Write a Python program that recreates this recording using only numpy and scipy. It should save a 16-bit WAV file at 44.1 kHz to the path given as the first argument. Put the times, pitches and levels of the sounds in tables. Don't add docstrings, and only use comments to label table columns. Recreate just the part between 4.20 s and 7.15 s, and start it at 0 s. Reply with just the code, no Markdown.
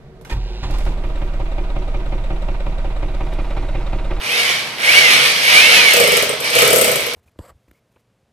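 import sys
import numpy as np
from scipy import signal
from scipy.fft import rfft, irfft, next_fast_len
from scipy.io import wavfile
from scipy.ndimage import uniform_filter1d, map_coordinates

SR = 44100
rng = np.random.default_rng(int(sys.argv[2]) if len(sys.argv) > 2 else 0)


def unload_audio(sound):
    columns = np.transpose(np.atleast_2d(sound))
    steps = np.round(np.clip(columns, -1, 1) * 32767)
    wavfile.write(sys.argv[1], SR, steps.astype(np.int16))


def makeup_ratio(level_db):
    decades = np.asarray(level_db, float) / 20
    return 10 ** decades


N = 130095


def unit(x):
    return x / np.sqrt(np.mean(x ** 2) + 1e-20)


def along(points, hz):
    point_hz, value = np.transpose(points)
    return np.interp(np.log(hz + 1), np.log(point_hz + 1), value)


def wobble(rate_hz):
    knots = rng.standard_normal(int(N * rate_hz / SR) + 4)
    return map_coordinates(knots, [np.arange(N) * rate_hz / SR])


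def filtered(x, response):
    size = next_fast_len(N + SR // 2)
    spectrum = rfft(x, size) * response(np.fft.rfftfreq(size, 1 / SR))
    return irfft(spectrum, size)[..., :N]


def coloured(x, curve):
    return filtered(x, lambda f: makeup_ratio(along(curve, f)))


def body(peaks):
    def response(f):
        total = 0
        for k, (hz, width, db) in enumerate(peaks):
            total = total + (-1) ** k * makeup_ratio(db) * 1j * f * width / (hz * hz - f * f + 1j * f * width)
        return total
    return response


# start_s, crack_db, low_ring_db, high_ring_db, wall_db
BLOWS = [(1.7063, -5, -26, -26, -22.5), (1.7357, 1, -17, -29, -14), (1.7666, -2, -25, -25, -14.5),
         (1.8003, -1, -17, -29, -9.5), (1.8378, -16, -15.5, -25, -13), (1.8758, -4, -25, -26, -14),
         (1.9195, -5.5, -20.5, -31, -14.5), (1.9685, -1.5, -17, -23, -15), (2.0243, -5.5, -24, -27, -16),
         (2.0925, -12, -18.5, -33, -17), (2.1297, -34, -39, -48, -21), (2.2027, -13, -28, -25, -23),
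         (2.3014, -11, -23, -27, -23.5), (2.3532, -0.5, -28, -31, -15.5), (2.3881, 0, -17, -18, -14.5),
         (2.4202, -2, -15, -29, -10), (2.4504, -8, -17, -34, -14), (2.4759, -0.5, -18, -30, -14.5),
         (2.5043, -4, -16, -24, -12), (2.5296, 4, -28, -23, -9), (2.5596, 1.5, -22, -10.5, -12.5),
         (2.5835, -9, -13, -20, -14), (2.6127, 0.5, -16, -16, -12), (2.6436, -3, -12, -26, -17.5),
         (2.6785, -4, -16, -23, -13), (2.7152, -6, -16.5, -16, -17), (2.7576, -5, -21.5, -24, -16.5),
         (2.805, -12, -28, -43, -25), (2.8637, -13, -39, -25, -22), (2.9354, -14, -36, -38, -29)]
# start_s, level_db
TICKS = [(.0353, -19), (.079, -15), (.106, -15), (.122, -12), (.148, -13), (.233, -6), (.251, -13),
         (.294, -11), (.358, -17), (.451, -21), (.475, -17), (.49, -23), (.599, -22), (.621, -15),
         (.695, -7), (.745, -7), (1.051, -12), (1.106, -10), (1.157, -14), (1.233, -10), (1.369, -9),
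         (2.211, -25)]
# pitch_hz, t60_s, level_db (over its ring column)
BIT_MODES = [(8420, .025, 6), (11550, .08, -3)]
# freq_hz, level_db
BLOW_COLOUR = [(200, -30), (3000, -14), (6000, -5), (8500, 0), (12000, -3), (15000, -7)]
# freq_hz, level_db
TICK_COLOUR = [(200, -24), (1000, -9), (2500, 0), (5000, -3), (8000, -9), (15000, -14)]


def steel(events, colour):
    crack_t60_s, rebound_s, rebound_db, ring_scatter_db = 0.007, 0.003, -2, 2
    rings, cracks = np.zeros((2, N + SR)), np.zeros((2, N + SR))
    t = np.arange(SR // 12) / SR
    for start_s, crack_db, *ring_db in events:
        rebound = (rebound_s * rng.uniform(0.29, 1.2), rebound_db)
        for late_s, loss_db in ((0, 0), rebound):
            start = round((start_s + late_s) * SR)
            at = slice(start, start + len(t))
            for (hz, t60, mode_db), level in zip(BIT_MODES, ring_db):
                phase = 2 * np.pi * (hz * rng.normal(1, 0.012) * t + rng.random((2, 1)))
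                scatter = rng.normal(0, ring_scatter_db)
                rings[:, at] += makeup_ratio(level + loss_db + mode_db + scatter - 60 * t / t60) * np.sin(phase)
            fall = makeup_ratio(crack_db + loss_db - 60 * t / crack_t60_s)
            cracks[:, at] += fall * rng.standard_normal((2, len(t)))
    return rings[:, :N] + makeup_ratio(-0.5) * coloured(cracks[:, :N], colour)


# pitch_hz, width_hz, level_db
WALL = [(134, 173, -18), (406.3, 17.4, -5.5), (475, 12, 4.5), (505.3, 15, -1), (546.2, 14, -3),
        (619, 24.5, -2), (677, 48, -10), (1320, 146, -14)]


def wall_boom(motor_db):
    rise_s, shudder_t60_s, low_hz = 0.0056, 0.042, 108
    push_db, thump_db, shake_db = 27.5, 21.5, 4
    push = np.zeros(N)
    for start_s, *_, wall_db in BLOWS:
        push[round(start_s * SR)] = makeup_ratio(wall_db)
    t = np.arange(SR // 5) / SR
    shape = (1 - np.exp(-t / rise_s)) * makeup_ratio(-60 * t / shudder_t60_s)
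    shudder = signal.fftconvolve(push, shape)[:N] * rng.standard_normal(N)
    shake = makeup_ratio(motor_db) * rng.standard_normal(N)
    force = makeup_ratio(push_db) * (shudder + makeup_ratio(thump_db) * push) + makeup_ratio(shake_db) * shake
    return filtered(force, lambda f: body(WALL)(f) * (1j * f / (low_hz + 1j * f)) ** 2)


# pitch_hz, width_hz, level_db
GRIND = [(8100, 990, -7), (11350, 690, -1), (14200, 16000, -5.5)]


def bit_grind():
    ease_s, grind_db = 0.041, -21
    bite = np.zeros(N)
    for start_s, crack_db, *_ in BLOWS:
        bite[round(start_s * SR)] = makeup_ratio(crack_db)
    t = np.arange(SR // 5) / SR
    pressure = signal.fftconvolve(bite, np.exp(-t / ease_s))[:N]
    return makeup_ratio(grind_db) * pressure * unit(filtered(rng.standard_normal((2, N)), body(GRIND)))


# time_s, level_db, gear_mesh_hz
FIRST_PULL = [
    (0, -36, 240),
    (.033, -27, 300),
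    (.038, -22.5, 330),
    (.11, -18, 500),
    (.2, -17, 570),
    (.3, -18, 481),
    (.43, -28.5, 360),
    (.49, -29.5, 291),
    (.56, -36, 225),
]
# time_s, level_db, gear_mesh_hz
LATER_PULLS = [
    [(0.585, -27, 300), (0.64, -15, 440), (0.69, -11.5, 565), (0.745, -11, 700), (0.785, -10, 772),
     (0.87, -12, 675), (0.945, -12, 575), (1.03, -15.5, 455), (1.19, -20, 340)],
    [(1.22, -17, 390), (1.29, -13, 600), (1.36, -10.5, 757), (1.44, -11, 880), (1.51, -11, 935),
     (1.61, -12, 810), (1.83, -15.5, 568), (1.95, -17, 424), (2.2, -29, 230)],
    [(2.26, -19, 244), (2.278, -20.5, 309.9), (2.314, -20, 425), (2.34, -14.5, 455.4), (2.37, -13, 562),
     (2.46, -16, 766.9), (2.55, -18, 791.0), (2.742, -19.5, 511.5), (2.95, -28.5, 265.2)],
]


def motor_speed():
    time_s, level_db, mesh_hz = np.concatenate([FIRST_PULL, *LATER_PULLS]).T
    t = np.arange(N) / SR
    return np.interp(t, time_s, level_db), uniform_filter1d(np.interp(t, time_s, mesh_hz), size=1300)


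# multiple_of_mesh, level_db
TEETH = [(1.9, -2), (2.43, -4), (3, 2), (4, 1), (5, -3), (6, -5), (8, -8)]
# pitch_hz, width_hz, level_db
GEARBOX = [(1780, 200, -8), (2280, 220, 5), (2800, 500, -2), (3700, 700, -12)]


def gear_whine(motor_db, mesh_hz):
    whine_db, flutter_db, jitter = -3, 2.5, 0.0015
    per_octave_db, full_hz = 2.2, 900
    loaded_s, loaded_db = 2.2, -8
    turn = 2 * np.pi * np.cumsum(mesh_hz * (1 + jitter * wobble(39.56))) / SR
    teeth = np.zeros(N)
    for multiple, db in TEETH:
        level = makeup_ratio(db + flutter_db * wobble(35.09))
        teeth += level * np.sin(multiple * turn + rng.uniform(0, 2 * np.pi))
    speed_db = per_octave_db * np.log2(mesh_hz / full_hz)
    load_db = loaded_db * (np.arange(N) / SR > loaded_s)
    return makeup_ratio(whine_db) * filtered(makeup_ratio(motor_db + speed_db + load_db) * teeth, body(GEARBOX))


# pitch_hz, width_hz, level_db
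HOUSING = [(1780, 200, -12), (2280, 190, 0), (2700, 200, -6), (3020, 350, -2), (4450, 700, -12),
           (5200, 400, -14), (8500, 600, -18), (10800, 1200, -17)]
# freq_hz, level_db (per Hz)
FAN_AIR = [(40, -35), (300, -28), (600, -16), (950, -17), (2300, -6.5), (5000, -17.5), (7500, -28),
           (15500, -31)]


def housing_hiss(motor_db):
    rattle = unit(filtered(makeup_ratio(4 * wobble(500)) * rng.standard_normal(N), body(HOUSING)))
    air = unit(coloured(makeup_ratio(2.8 * wobble(300)) * rng.standard_normal(N), FAN_AIR))
    return makeup_ratio(motor_db - 3 + 1.7 * wobble(17)) * unit(rattle + air)


# freq_hz, t60_s
ROOM_DECAY = [(150, 0.43), (600, 0.47), (3000, 0.65), (12000, 0.28)]
# freq_hz, level_db (against the direct sound)
ROOM_COLOUR = [(100, 11), (1000, 2), (3000, 0.5), (6000, 9), (14000, -6.5)]


def room(x, count=30):
    out = np.zeros((2, N + SR))
    position = np.arange(N) * count / N
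    for k in range(count + 1):
        hz, s, z = signal.stft(rng.standard_normal((2, SR // 4)), SR, nperseg=256)
        share = (1 / (1 + (hz / 700) ** 2))[:, None]
        z[1] = np.sqrt(share) * z[0] + np.sqrt(1 - share) * z[1]
        t60 = np.clip(along(ROOM_DECAY, hz), 0.03, 2)[:, None]
        fall = makeup_ratio(-60 * s / t60)
        fall *= makeup_ratio(along(ROOM_COLOUR, hz))[:, None] / np.linalg.norm(fall, axis=1, keepdims=True)
        tail = signal.istft(z * fall, SR, nperseg=256)[1] / np.sqrt(128)
        a, b = max(0, (k - 1) * N // count), (k + 1) * N // count
        fade = np.clip(1 - np.abs(position - k), 0, 1) ** 0.5
        wet = signal.fftconvolve((x * fade)[None, a:b], tail, axes=1)
        out[:, a + 200:][:, :wet.shape[1]] += wet
    return out[:, :N]


# freq_hz, level_db (per Hz)
STREET = [(25, -29), (100, -3), (300, -4), (1000, -1), (5000, -10), (15000, -88)]


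def street_rumble():
    both, each = rng.standard_normal(N), rng.standard_normal((2, N))
    return makeup_ratio(-32.5) * unit(coloured(both + 0.4 * each, STREET))


def scene():
    motor_db, mesh_hz = motor_speed()
    hits = makeup_ratio(-3) * steel(np.array(BLOWS)[:, :4], BLOW_COLOUR) + steel(TICKS, TICK_COLOUR)
    boom = wall_boom(motor_db)
    whine = gear_whine(motor_db, mesh_hz)
    hiss = housing_hiss(motor_db)
    lag_s = np.array([[14 / 44100], [0]])
    near = hits + hiss + whine + boom + bit_grind()
    direct = filtered(near, lambda f: np.exp(-2j * np.pi * f * lag_s))
    wet = room(hiss + makeup_ratio(-9) * whine + makeup_ratio(-9) * hits[0] + makeup_ratio(-7.5) * boom)
    return makeup_ratio(0.46) * (direct + wet) + street_rumble()


def band_limit(x):
    return signal.sosfilt(signal.butter(12, 15680, fs=SR, output="sos"), x)


# freq_hz, left_over_right_db
PORTS = [(60, 1.5), (380, -2.5), (1200, -1.5), (2400, -3.5), (5000, 1), (8500, 7.5), (11000, 12.5),
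         (14000, 3.5)]


def record(dry):
    top_hz, ceiling, knee = 15100, 1.02, 12
    halves = np.array([[0.5], [-0.5]])
    x = filtered(dry, lambda f: makeup_ratio(along(PORTS, f) * halves) / (1 + (f / top_hz) ** 24))
    x = x / (1 + np.abs(x / ceiling) ** knee) ** (1 / knee)
    return band_limit(x)


dry = scene()
out = record(dry)
unload_audio(out)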